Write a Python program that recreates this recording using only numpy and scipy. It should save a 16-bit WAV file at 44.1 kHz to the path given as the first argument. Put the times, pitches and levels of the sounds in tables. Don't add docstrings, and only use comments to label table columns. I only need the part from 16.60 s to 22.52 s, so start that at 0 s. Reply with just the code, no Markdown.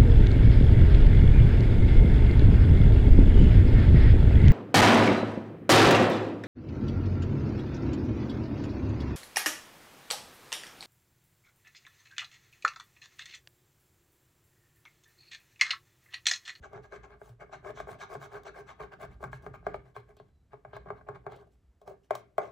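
import sys
import numpy as np
from scipy import signal
from scipy.fft import rfft, irfft, next_fast_len
from scipy.io import wavfile
from scipy.ndimage import uniform_filter1d, map_coordinates

SR = 44100
rng = np.random.default_rng(int(sys.argv[2]) if len(sys.argv) > 2 else 0)


def digitize_waveform(pressure):
    field = np.atleast_2d(pressure).T
    bounded = np.clip(field, -1, 1)
    quanta = np.round(bounded * 32767).astype(np.int16)
    wavfile.write(sys.argv[1], SR, quanta)


def invert_db(level):
    return 10 ** (np.asarray(level, dtype=float) / 20)


N = 260983
TIME = np.arange(N) / SR


def unit(x):
    return x / np.sqrt(np.mean(x ** 2) + 1e-20)


def along(points, hz):
    f, v = np.transpose(points)
    return np.interp(np.log(hz + 1), np.log(f + 1), v)


def filtered(x, response):
    m = next_fast_len(N + SR // 2)
    return irfft(rfft(x, m) * response(np.fft.rfftfreq(m, 1 / SR)), m)[..., :N]


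def mode(f, hz, width_hz):
    return 1j * f * width_hz / (hz * hz - f * f + 1j * f * width_hz)


def desk(f):
    # (frequency [Hz], width [Hz], signed gain left [1], signed gain right [1])
    desk_modes = [(402.1, 50.6, -2, -2), (419.6, 70, 1.4049, 1.62), (620, 131.6, 2, -0.09),
                  (670.5, 268, -1.5065, 0.5442), (775, 154.5, 0.05, -0.9), (894, 124, 0.6064, -0.1833),
                  (1099.6, 44.2, 1.14, 0.28), (1175, 59.7, 0.46, 0.66), (1454, 217, 0.46, -0.51),
                  (1442, 82, -0.72, 0.86), (1602, 166.7, -1.0865, -1.3043), (1631.3, 217, 0.4542, 1.0779),
                  (2185.6, 233, 0.07, 0.8066), (2204, 287, 0.1253, -0.6584), (2470, 230, -0.07, 0.0621),
                  (2710, 650, 0.0332, -0.0451)]
    modes = 0
    for hz, width_hz, left, right in desk_modes:
        modes = modes + np.array([[left], [right]]) * mode(f, hz, width_hz)
    return modes * f * f / (f * f - 385 ** 2 - 1j * f * 330)


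def air(colour):
    # (frequency [Hz], lead [rad])
    lead_points = [(1500, 0), (2400, .8), (3300, .2), (5000, .3), (6100, -1.2), (6800, .3), (8100, -.1),
                   (9400, -3.1), (9900, -3.4), (11200, -6.3), (12300, -6.7), (12700, -9.1), (13800, -9.6),
                   (14600, -12.5)]

    def response(f):
        half_lead = np.interp(f, *np.transpose(lead_points)) / 2
        return invert_db(along(colour, f)) * np.exp(1j * np.array([half_lead, -half_lead]))

    return response


def all_strokes():
    # (top speed time [s], half length [ms], rub [dB], hiss re rub [dB], fizz re rub [dB])
    scrub = [(.047, 12.6, -50.5, -15.5, -50), (.156, 18.7, -46, -25, -61), (.245, 11.5, -60.5, -11.5, -20),
             (.345, 16.4, -46, -18.5, -36), (.446, 9.6, -50, -17, -52), (.527, 18.6, -53.5, -29, -55),
             (.618, 14, -69.5, -28, -8.5), (.668, 31.4, -59.5, -31, -13), (.818, 11.5, -46, -27.5, -34),
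             (.941, 13.7, -47, -12.5, -69), (1.076, 20, -41, -28, -31), (1.19, 20, -52.5, -6, -22),
             (1.311, 20.6, -44.5, -26.5, -22), (1.42, 16, -50.5, -6.5, -19), (1.531, 20.4, -44.5, -24, -21),
             (1.635, 17.4, -48.5, -16.5, -16.5), (1.75, 21.1, -43, -25.5, -28),
             (1.873, 12.8, -46, -13, -33), (1.982, 20.3, -45.5, -25, -25.5), (2.098, 15.6, -51.5, -10, -24),
             (2.222, 16.9, -42, -28.5, -31.5), (2.331, 9, -42.5, -28.5, -36),
             (2.426, 16.2, -43, -24.5, -22.5)]
    # (top speed time [s], half length [ms], rub [dB], hiss re rub [dB],
    # fizz re rub [dB])
    flicks = [(2.52, 16.6, -62.5, -16, -20), (2.628, 19.2, -46, -40, -25.5), (2.737, 16, -59.5, -8, -12.5),
              (2.842, 21, -53, -35, -24), (2.944, 8.1, -51.5, -17.5, -27), (3.074, 24.4, -56.5, -17.5, -29),
              (3.145, 9.6, -51.5, -21.5, -26), (3.264, 19, -61.5, -28, -24), (3.366, 16, -55, -20, -20.5),
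              (3.492, 12.3, -58, -37, -25), (3.583, 13.6, -77.5, 3.5, -17), (3.686, 4, -81.5, -7, -16.5),
              (3.93, 18, -65.5, -19, -47), (4.091, 30, -63.5, -40, -45), (4.148, 14.5, -50.5, -19.5, -46),
              (4.272, 15.7, -45.5, -44.5, -56), (4.373, 14, -58.5, -31.5, -31),
              (4.487, 16, -50.5, -35, -44.5), (4.553, 8.1, -48.5, -27.5, -38), (4.688, 33, -54, -44, -47),
              (4.734, 29, -66, -6, -18), (4.798, 17.5, -55, -49.5, -32), (4.872, 3.9, -62, -41, -24),
              (4.924, 15, -91.5, -5, 6)]
    # (top speed time [s], half length [ms], rub [dB], hiss re rub [dB], fizz re rub [dB])
    sweeps = [
        (5.221, 7.5, -62, -43, -22),
        (5.284, 19, -49.5, -41.5, -23.5),
        (5.444, 11, -88, 3, 5.5),
        (5.525, 18.7, -49.5, -24.5, -52),
        (5.57, 17, -96.5, 18, 26),
        (5.822, 34, -51.5, -21.5, -27),
    ]
    kinds = ((scrub, 0.035), (flicks, 0.35), (sweeps, 0.34))
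    return [(*row, lean) for rows, lean in kinds for row in rows]


def bells():
    power = np.zeros((4, N))
    sharpness = np.array([[0.8], [1.2], [1.1], [1.1]])
    for s, half_ms, rub_db, hiss_db, fizz_db, lean in all_strokes():
        near = slice(max(round((s - 0.25) * SR), 0), round((s + 0.25) * SR))
        t = TIME[near] - s
        half_s = half_ms / 1000 * (1 + lean * np.sign(t))
        bell = np.exp(-0.5 * np.abs(t / half_s) ** 2.57)
        level_db = rub_db + np.array([[0], [0], [hiss_db], [fizz_db]])
        power[:, near] += bell ** sharpness * invert_db(2 * level_db)
    return power


def grit(rate_hz, spread_db, smooth):
    bunch = map_coordinates(rng.standard_normal(N // 128 + 4), [np.arange(N) / 128])
    sizes = invert_db(spread_db * np.minimum(rng.exponential(size=N), 2.5))
    slips = (rng.random(N) < rate_hz / SR) * rng.standard_normal(N) * sizes
    return unit(slips) * invert_db(2.2 * bunch) + smooth * rng.standard_normal(N)


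def patchy(x, patchy_db):
    z = signal.stft(x, nperseg=256)[2]
    field = uniform_filter1d(rng.standard_normal(z.shape), size=3, axis=-2)
    field = uniform_filter1d(field, size=7, axis=-1)
    return signal.istft(z * invert_db(patchy_db * unit(field)), nperseg=256)[1][..., :N]


def strokes():
    # (time [s], upper over lower hiss [dB])
    coating = [(0, -2.5), (.45, -2.5), (.56, -14), (.7, -2.5), (2.1, -3), (2.38, -8), (2.8, -4.5),
               (3.5, -11), (4.3, -15.5), (4.75, -7.5), (4.9, -3), (5.92, -2.5)]
    # (frequency [Hz], density [dB per Hz])
    scuff_colour = [(1500, -25.5), (2500, 2), (3300, 3), (4100, 2), (5000, -7.5), (6200, -23),
                    (7000, -41.5)]
    hiss_colour = [(4600, -28), (5300, -7.5), (6100, 7.5), (6800, -1.5), (7600, -1.5), (9200, -19.5),
                   (9900, -59.5)]
    fizz_colour = [(9000, 1), (9800, 5), (10500, 4), (12000, -5), (12800, -10.5), (14500, 1.5), (15700, -3),
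                   (16000, -32)]
    dull, sharp, hiss, fizz = np.sqrt(bells())

    s, _, _, hiss_db, *_ = np.transpose(all_strokes())
    steep_db = 6.5 + 0.7 * hiss_db - 0.46 * np.interp(s, *np.transpose(coating))
    bite_db = np.interp(TIME, s, np.clip(steep_db, -31, 1.5))
    upper_db = np.interp(TIME, *np.transpose(coating))

    coarse = grit(1600, 3, smooth=0.5)
    fine = grit(2000, 3.5, smooth=0.5)
    push = filtered(patchy(coarse, 2.4), lambda f: (1 - 0.27 * mode(f, 408, 120)) / (1 + 1j * f / 900) ** 3)
    bite = filtered(patchy(fine, 2.2), lambda f: (1j * f / (900 + 1j * f)) ** 2)
    push = push / np.std(filtered(push, desk))
    bite = bite / np.std(filtered(bite, desk))
    dull_force = dull * invert_db(-3.5 - 0.17 * bite_db) * push
    sharp_force = sharp * invert_db(3.5 + 0.96 * bite_db) * bite
    body = filtered(dull_force + sharp_force, desk)

    tear = patchy(grit(3000, 2.8, smooth=0.76), 3.3)
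    scuff = unit(filtered(tear, air(scuff_colour)))
    upper = unit(filtered(tear, air(hiss_colour)))
    top = unit(filtered(tear, air(fizz_colour)))
    torn = hiss * (invert_db(-5.0 - 0.61 * upper_db) * scuff + invert_db(-2.3 + 1.8 * upper_db) * upper)
    return body, torn + fizz * invert_db(1.0) * top


def contacts():
    # (time [s], peak [dB], click re peak [dB], contact [ms])
    catches = [(.615, -22.5, -40, 0.87), (.894, -33, -40, 0.98), (.927, -44, -38, 1),
               (1.105, -26, -25, 0.78), (1.173, -30, -29, 0.057), (1.271, -22, -39, 0.88),
               (1.552, -15.5, -33, 1), (1.615, -30.5, -30, 0.36), (1.834, -44.5, -8, 0.32),
               (2.201, -20.5, -40, .99), (2.639, -19, -25.5, 0.37), (2.73, -24, -24, 0.24),
               (2.824, -41, -20.5, 0.78), (2.864, -17.5, -32.5, 0.78), (2.94, -32.5, -38, 0.35),
               (3.027, -38, -44, .95), (3.364, -26.5, -24, 0.17), (3.568, -38, -17.5, 1),
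               (3.599, -26, -35, 1), (3.932, -29, -33, 0.56), (4.132, -25.5, -44, 0.51),
               (4.303, -17.5, -37.5, 0.42), (4.411, -40.5, -35, .16), (4.487, -16, -35, 0.67),
               (4.556, -32.5, -33, 0.097), (4.665, -18.5, -34.5, 0.59), (4.721, -29.5, -22.5, 0.7),
               (4.762, -49, -8, .54), (5.277, -26.5, -21.5, 0.62), (5.552, -20.5, -12, 0.41)]
    # (time [s], peak [dB], click re peak [dB], contact [ms], card spring [dB])
    landings = [(.131, -27, -27, .99, 7), (.692, -38.5, -16.5, 0.63, 3), (1.201, -19.5, -25, 0.38, 7.5),
                (2.628, -19, -28.5, 0.95, 5), (3.066, -11.5, -32, 0.55, 7.5),
                (3.143, -21, -38.5, 0.15, 6.5), (3.353, -45.5, -17.5, .15, 11),
                (3.684, -63, -11.5, .4, 6.5), (3.939, -26, -40, 1, 3.5), (4.049, -29.5, -34, 0.36, 12),
                (4.166, -32, -18.5, 0.096, -0.5), (5.215, -37, -21, 1, 7), (5.507, -12.5, -25, 0.28, 11),
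                (5.781, -13, -23.5, 0.22, 14.5)]
    flat_card_db = -12
    rows = sorted([(*row, flat_card_db) for row in catches] + landings)
    return [(*row, -19.5 - 18.5 * row[3]) for row in rows]


def taps():
    # (frequency [Hz], density [dB per Hz])
    click_colour = [(2000, -48.5), (3200, -4), (5000, -13), (7500, -11), (9000, -13.5), (11000, -15),
                    (13000, -14.5), (15500, -13.5), (16000, -35.5)]
    force, spring, crack = np.zeros((3, N + SR))
    t = np.arange(SR // 40) / SR
    hits = contacts()
    noises = rng.standard_normal((len(hits), 2, len(t)))
    for (s, db, click_db, contact_ms, card_db, skid_db), (skid_noise, crack_noise) in zip(hits, noises):
        here = slice(round(s * SR), round(s * SR) + len(t))
        u = t / (max(contact_ms, 0.05) / 4000)
        push = u * np.exp(-u) / np.sum(u * np.exp(-u))
        skid = invert_db(skid_db - 60 * t / 0.032) * skid_noise
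        force[here] += invert_db(db + 29) * (push + skid)
        spring[here] += invert_db(db + 17.5 + card_db) * push
        dull = np.clip(-0.02 * (click_db + 8.5), 0, 0.8)
        dulled = signal.lfilter([1 - dull], [1, -dull], crack_noise)
        crack[here] += invert_db(db + click_db + 6.0 - 60 * t / 0.028) * dulled
    knock = filtered(force[:N], lambda f: desk(f) * (1 - 0.22 * mode(f, 407, 120)))
    knock = knock + filtered(spring[:N], lambda f: desk(f) * mode(f, 647, 180))
    return knock, filtered(crack[:N], air(click_colour))


def corner(x):
    late = TIME > 5.1

    def drum(f):
        low = -0.23 * mode(f, 376, 182) + 0.45 * mode(f, 610, 300)
        high = -0.5 * mode(f, 1520, 710) + 0.35 * mode(f, 2500, 400)
        return 1 + low + high

    return x * ~late + filtered(x * late, drum)


def thumps():
    # (time [s], peak [dB], frequency [Hz], t60 [s])
    drops = [(0.148, -42, 120.7, 0.23), (0.698, -36.5, 118, 0.19), (1.108, -56, 131, 0.12),
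             (1.556, -41, 138.5, 0.28), (2.205, -38.5, 139, 0.1), (2.447, -55, 118, 0.39),
             (2.646, -31, 127.6, 0.17), (2.736, -31, 130, 0.14), (2.865, -42.5, 133.6, 0.41),
             (3.068, -46, 130.3, 0.34), (3.37, -39.5, 119, 0.22), (4.144, -33.5, 121, 0.12),
             (4.308, -60, 174, 0.19), (4.49, -47, 131, 0.51), (4.7, -49, 127, 0.54),
             (5.513, -47, 118, 0.41), (5.783, -51.5, 181, 0.18), (.38, -49, 58.4, .3), (.64, -51.5, 56, .3),
             (1.21, -48, 60.4, 0.41), (2.21, -43.5, 58, 0.28), (3.231, -45, 128, 0.23),
             (3.6, -53.5, 136, 0.13), (3.93, -52, 128, 0.14), (4.049, -47, 130, 0.26),
             (4.666, -43, 141, 0.16), (5.041, -56, 68.8, 0.34)]
    out = np.zeros(N + SR)
    t = np.arange(SR // 2) / SR
    for s, db, hz, t60_s in drops:
        ring = invert_db(db - 60 * t / t60_s) * np.sin(2 * np.pi * hz * t)
        out[round(s * SR):][:len(t)] += ring * (1 - np.exp(-t / 0.017))
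    return out[:N]


def arm():
    # (frequency [Hz], width [Hz], gain [dB])
    boom_modes = [(118, 2.6, -3), (131.2, 25, -3), (177, 16, -6.5), (259, 79, -11.5)]
    # (frequency [Hz], width [Hz], gain [dB])
    sway_modes = [(50, 10, -0.5), (59, 15, 1.5), (72, 3.5, -8)]
    # (time [s], weight [dB])
    weight = [(0.0, -45), (0.05, -63.5), (0.23, -57.5), (0.3, -68), (0.43, -59.5), (0.64, -69.5),
              (1.35, -56), (1.38, -63), (2.29, -63.5), (2.31, -74), (2.47, -54), (3.21, -54), (3.23, -63),
              (4.14, -63), (4.19, -55), (4.25, -57.5), (5.62, -73.5), (5.92, -66)]
    settle_s, rest_db, knock_share_db = 0.03, -91.5, -24.5
    weight_db = np.interp(TIME, *np.transpose(weight))
    keep = np.exp(-1 / (settle_s * SR))
    effort = bells()[0]
    for s, db, *_ in contacts():
        effort[round(s * SR)] += invert_db(2 * (db + knock_share_db)) * settle_s * SR
    effort_db = 10 * np.log10(signal.lfilter([1 - keep], [1, -keep], effort) + invert_db(2 * rest_db))
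    boom_db = -59 + 0.69 * (effort_db + 48.5) + 0.45 * (weight_db + 60.5)

    def shaken(db, modes, apart):
        def shape(f):
            ringing = sum(invert_db(gain_db) * mode(f, hz, width_hz) for hz, width_hz, gain_db in modes)
            return ringing * mode(f, modes[1][0], 94) * (f / (f + 1j * 45)) ** 2

        mid, side = unit(filtered(rng.standard_normal((2, N)), shape))
        return invert_db(db) * np.array([mid + apart * side, mid - apart * side])

    out = shaken(boom_db, boom_modes, apart=0.3) + shaken(weight_db - 0.6, sway_modes, apart=0.07)
    return out * invert_db([[-0.4], [0.4]])


def room(x, apart):
    # (frequency [Hz], t60 [s])
    decay = [(200, 0.73), (600, 0.18), (1600, 0.3), (2400, 0.33), (4000, 0.27), (10000, 0.093)]
    hz, t, z = signal.stft(rng.standard_normal((2, SR // 2)), SR, nperseg=256)
    fade = invert_db(-60 * t / along(decay, hz)[:, None])
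    mid, side = signal.istft(z * fade, SR, nperseg=256)[1]
    tail = np.array([mid + apart * side, mid - apart * side])
    delayed = np.pad(x, ((0, 0), (250, 0)))
    return signal.fftconvolve(delayed, tail / np.linalg.norm(tail[0]), axes=1)[:, :N]


def whistle():
    hz, sag_hz_per_s, fuzz_hz, half_s = 3990, 700, 90, 0.06
    t = TIME - 3.78
    fuzz = unit(filtered(rng.standard_normal(N), lambda f: 1 / (1 + (f / fuzz_hz) ** 2)))
    turns = hz * t - sag_hz_per_s * t * t / 2
    swell = invert_db(-93) * np.exp(-0.5 * (t / half_s) ** 2)
    return swell * (1 + fuzz) * np.sin(2 * np.pi * turns)


def hush():
    # (frequency [Hz], density [dB per Hz])
    floor = [(120, -26), (200, 3.5), (620, -6.5), (950, -12), (1500, -13.5), (2400, -18.5), (4000, -22.5),
             (6200, -24.5), (9000, -25), (12500, -27), (14000, -38), (16000, -52.5)]
    shared = unit(filtered(rng.standard_normal(N), air(floor)))
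    own = unit(filtered(rng.standard_normal((2, N)), lambda f: invert_db(along(floor, f))))
    return invert_db(-78.5) * (shared + 0.092 * own)


def scene():
    rub, hiss = strokes()
    knock, click = taps()
    rub = corner(patchy(rub, 2.6))
    knock = corner(knock)
    wood_send = patchy(invert_db(-10.5) * rub + invert_db(-11.5) * knock, 3.0)
    wood = rub + knock + patchy(room(wood_send, apart=0.63), 1.65)
    bright = hiss + click + room(invert_db(-9.5) * hiss + invert_db(-12.5) * click, apart=0.77)
    return wood + bright + arm() + thumps() + hush() + whistle()


def low_pass(x):
    return signal.sosfilt(signal.butter(12, 16520, fs=SR, output="sos"), x)


def record(dry):
    def dips(f):
        return (f < 16500) * (1 - 0.34 * mode(f, 9600, 900)) * (1 - 0.5 * mode(f, 13300, 900))

    mix = filtered(dry, dips)
    return low_pass(mix)


dry = scene()
out = record(dry)
digitize_waveform(out)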